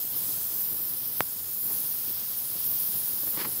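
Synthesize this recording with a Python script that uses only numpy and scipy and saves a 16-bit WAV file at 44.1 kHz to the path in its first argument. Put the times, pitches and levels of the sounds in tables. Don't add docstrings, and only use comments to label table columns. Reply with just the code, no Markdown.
import sys
import numpy as np
from scipy import signal
from scipy.fft import rfft, irfft, next_fast_len
from scipy.io import wavfile
from scipy.ndimage import uniform_filter1d, map_coordinates

SR = 44100
rng = np.random.default_rng(int(sys.argv[2]) if len(sys.argv) > 2 else 0)


def inscribe(sig):
    pcm = np.round(np.clip(np.atleast_2d(sig).T, -1, 1) * 32767)
    wavfile.write(sys.argv[1], SR, pcm.astype(np.int16))


N = 158760

# (time [s], level [dB])
JET_LEVEL = [(0, -30.5), (.07, -32), (.22, -30), (.48, -30.5), (.6, -29.5), (.82, -31.5), (1.03, -32.5),
             (1.19, -30.5), (1.25, -33.5), (1.49, -34.5), (1.67, -29), (1.77, -30.5), (1.87, -30),
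             (2, -31.5), (2.19, -30.5), (2.29, -33.5), (2.38, -30.5), (2.46, -35), (2.73, -27.5),
             (3.04, -30), (3.15, -29.5), (3.33, -29.5), (3.43, -33), (3.6, -31.5)]
# (time [s], level [dB])
SIZZLE_LEVEL = [(0, -41), (.16, -37.5), (.27, -36), (.52, -40), (.72, -38), (.81, -40), (1.2, -39),
                (1.49, -41.3), (1.72, -35), (1.91, -39), (2.23, -41.5), (2.38, -38), (2.68, -37.5),
                (3.08, -36), (3.2, -38.5), (3.36, -36.8), (3.44, -39), (3.5, -35.5), (3.6, -37)]
# (time [s], level [dB])
SHEEN_LEVEL = [(0, -45.5), (.1, -49), (.29, -43.8), (.52, -46), (.8, -50), (1.6, -49.6), (1.73, -46),
               (2.15, -47.2), (2.4, -48), (2.95, -47), (3.04, -45.5), (3.3, -49.5), (3.6, -48.5)]
# (time [s], level [dB])
WASH_LEVEL = [(0, -47.5), (.1, -50), (.18, -46), (.53, -47.5), (.78, -48.5), (1.2, -47), (1.25, -49.5),
              (1.63, -49.5), (1.71, -46.5), (2.05, -46.5), (2.22, -46), (2.48, -48), (2.58, -45),
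              (2.75, -46), (3, -45), (3.12, -46.5), (3.6, -48)]
# (time [s], level [dB])
ROAR_LEVEL = [(0, -52.5), (.2, -49.5), (.72, -50), (.88, -52), (1.15, -51.5), (1.4, -54.5), (1.75, -49.5),
              (2, -52.5), (2.3, -53), (2.8, -50), (3.15, -50.5), (3.35, -50.5), (3.6, -48.5)]

# (frequency [Hz], relative strength [dB per Hz])
JET_SPECTRUM = [(11300, -19), (12100, -9), (12650, 2), (13500, 4), (14250, 3), (14900, 5), (15300, -0.5),
                (15750, -1)]
SIZZLE_SPECTRUM = [(8700, -25), (9200, -8), (9500, -5), (9900, 1.5), (10200, -1.5), (10550, -1),
                   (10850, -0.5), (11250, 1), (12000, -2), (13000, -14.5), (15000, -14)]
SHEEN_SPECTRUM = [(5300, -43), (5800, -4.5), (6100, -2), (6550, 0), (7020, 0), (7300, 1), (7850, -1),
                  (8270, 4.5), (8700, 0.5), (9100, -4), (10500, -21.5)]
WASH_SPECTRUM = [(400, -15.5), (900, -6.5), (1400, -7), (2300, -11), (3100, -3), (4000, -2), (4600, 1),
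                 (5350, 3), (5600, 2), (5950, -9), (7000, -40)]
ROAR_SPECTRUM = [(25, -38), (40, -22), (60, -6.5), (85, 0.5), (120, 2.5), (200, 0), (320, -2.5), (600, -8),
                 (1300, -12.5), (2200, -16.5), (4000, -20.5)]

# (time [s], centre [Hz])
LOW_HOLLOW_PATH = [(0, 7200), (.45, 6880), (.7, 6560), (1.2, 7040), (1.27, 5900), (1.62, 5760),
                   (1.69, 7260), (3.6, 7000)]
HIGH_HOLLOW_PATH = [(0, 8650), (.17, 8650), (.3, 9400), (.7, 8800), (1.5, 8900), (1.75, 8260), (2.1, 8800),
                    (2.4, 8640), (2.85, 8560), (3.1, 8470), (3.6, 8600)]

# (centre time [s], half length [s], level [dB], dulling frequency [Hz])
SPUTTER_EVENTS = [(0.163, 0.016, -49, 600), (0.297, .015, -51, 700), (.73, 0.034, -51.5, 600),
                  (1.711, 0.011, -45, 900), (2.088, 0.038, -52, 700), (3.238, 0.0044, -43, 500),
                  (3.276, .004, -42.5, 1200), (3.347, 0.019, -51.5, 1100), (3.376, 0.0053, -39, 1000),
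                  (3.41, 0.022, -35.5, 4530), (3.453, 0.0056, -35, 3000), (3.469, 0.014, -43, 550)]
# (frequency [Hz], relative strength [dB per Hz])
SPUTTER_SPECTRUM = [(50, -30), (130, -1.5), (320, 1.5), (530, -2.5), (700, -8.5), (920, 0), (1400, -3.5),
                    (1900, -1.5), (2500, -5), (3000, -4.5), (3900, -6), (4700, 0.5), (5450, 0), (6000, -12),
                    (9000, -16)]
# (frequency [Hz], relative strength [dB])
SNAP_SPECTRUM = [(20, -53), (45, -33), (70, -16), (95, -8), (120, -1.5), (200, -4), (400, -1), (800, 2),
                 (1500, -0.5), (2400, -6.5), (3300, -12.5), (4500, -19.5), (9000, -19), (15000, -22)]

JET_DRIFT_DB, SIZZLE_DRIFT_DB, WASH_DRIFT_DB, ROAR_DRIFT_DB = -0.2, 1.03, 0.5, 0.1
JET_FLICKER_DB, SIZZLE_FLICKER_DB, WASH_FLICKER_DB, ROAR_FLICKER_DB = 0.86, 0.96, 0.76, 1.27
FLICKER_PER_S = 45
FLUTTER_DB, FLUTTER_PER_S = 0.88, 320

HOLLOW_DB, HOLLOW_WIDTH_HZ = -7.5, 170
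HOLLOW_VARY, HOLLOW_PER_S = 0.41, 7.27
SPUTTER_ROUGH_DB, SPUTTER_PER_S = 1.9, 500
SNAP_S, SNAP_DB = 1.2066, -3.5
RING_DB, RING_HZ, RING_DECAY_S = -17, 14400, 0.00068
TOP_HZ = 15750


def amp(db):
    return 10 ** (np.asarray(db) / 20)


def unit(x):
    return x / np.sqrt(np.mean(x ** 2) + 1e-20)


def colour(points, hz):
    f, db = np.transpose(points)
    return amp(np.interp(np.log(hz + 1), np.log(f + 1), db, left=-120, right=-120))


def curve(rows):
    return np.interp(np.arange(N) / SR, *np.transpose(rows))


def wobble(rate):
    random_values = rng.standard_normal(N // 8)
    return map_coordinates(random_values, [np.arange(N) * rate / SR], mode="wrap")


def filtered(x, response):
    size = next_fast_len(N + SR // 2)
    gain = response(np.fft.rfftfreq(size, 1 / SR))
    return irfft(rfft(x, size) * gain, size)[..., :N]


def turbulence(spectrum, drift_db, flicker_db):
    bands = signal.stft(rng.standard_normal(N), nperseg=512)[2]
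    drift = rng.standard_normal(bands.shape)
    for _ in range(2):
        drift = uniform_filter1d(drift, size=4, axis=0)
        drift = uniform_filter1d(drift, size=45, axis=1)
    drifting = bands * amp(drift_db * unit(drift))
    noise = signal.istft(drifting, nperseg=512)[1][:N]
    coloured = filtered(noise, lambda hz: colour(spectrum, hz))
    return unit(coloured * amp(flicker_db * wobble(FLICKER_PER_S)))


def hollowed(x):
    hz, t, bands = signal.stft(x, SR, nperseg=1024)
    for path in (LOW_HOLLOW_PATH, HIGH_HOLLOW_PATH):
        centre_hz = np.interp(t, *np.transpose(path))
        offset = (hz[:, None] - centre_hz) / HOLLOW_WIDTH_HZ
        variation = np.interp(t * SR, np.arange(N), wobble(HOLLOW_PER_S))
        depth = np.abs(1 + HOLLOW_VARY * variation)
        bands = bands * amp(HOLLOW_DB * depth * np.exp(-0.5 * offset ** 2))
    return signal.istft(bands, SR, nperseg=1024)[1][:N]


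def hiss():
    jet = amp(curve(JET_LEVEL)) * turbulence(JET_SPECTRUM, JET_DRIFT_DB, JET_FLICKER_DB)
    sizzle_noise = turbulence(SIZZLE_SPECTRUM, SIZZLE_DRIFT_DB, SIZZLE_FLICKER_DB)
    sizzle = amp(curve(SIZZLE_LEVEL)) * sizzle_noise
    sheen_noise = turbulence(SHEEN_SPECTRUM, SIZZLE_DRIFT_DB, WASH_FLICKER_DB)
    sheen = amp(curve(SHEEN_LEVEL)) * unit(hollowed(sheen_noise))
    wash = amp(curve(WASH_LEVEL)) * turbulence(WASH_SPECTRUM, WASH_DRIFT_DB, WASH_FLICKER_DB)
    flutter = unit(amp(FLUTTER_DB * wobble(FLUTTER_PER_S)))
    return (jet + sizzle) * flutter + sheen + wash


def roar():
    return amp(curve(ROAR_LEVEL)) * turbulence(ROAR_SPECTRUM, ROAR_DRIFT_DB, ROAR_FLICKER_DB)


def sputters():
    t = np.arange(N) / SR
    puffs = np.zeros(N)
    for centre_s, half_s, level_db, dull_hz in SPUTTER_EVENTS:
        def response(hz):
            return colour(SPUTTER_SPECTRUM, hz) / np.hypot(1, (hz / dull_hz) ** 2)

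        noise = unit(filtered(rng.standard_normal(N), response))
        swell = np.exp(-0.5 * ((t - centre_s) / half_s) ** 2)
        puffs += amp(level_db) * swell * noise
    roughness = unit(amp(SPUTTER_ROUGH_DB * wobble(SPUTTER_PER_S)))
    return puffs * roughness


def pulse(spectrum, size=8192):
    f, db = np.transpose(spectrum)
    hz = np.fft.rfftfreq(size, 1 / SR)
    gain = amp(np.interp(np.log(hz + 1), np.log(f), db))
    cepstrum = irfft(np.log(gain))
    wave = irfft(np.exp(rfft(2 * cepstrum[:size // 2], size)))
    return wave / np.abs(wave).max()


def snap():
    wave = -amp(SNAP_DB) * pulse(SNAP_SPECTRUM)
    t = np.arange(len(wave)) / SR
    ring = amp(RING_DB) * np.exp(-t / RING_DECAY_S) * np.sin(2 * np.pi * RING_HZ * t)
    return np.pad(wave + ring, (round(SNAP_S * SR), N))[:N]


def scene():
    mono = hiss() + roar() + sputters() + snap()
    return np.array([mono, mono])


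def record(dry):
    return filtered(dry, lambda hz: hz < TOP_HZ)


dry = scene()
out = record(dry)
inscribe(out)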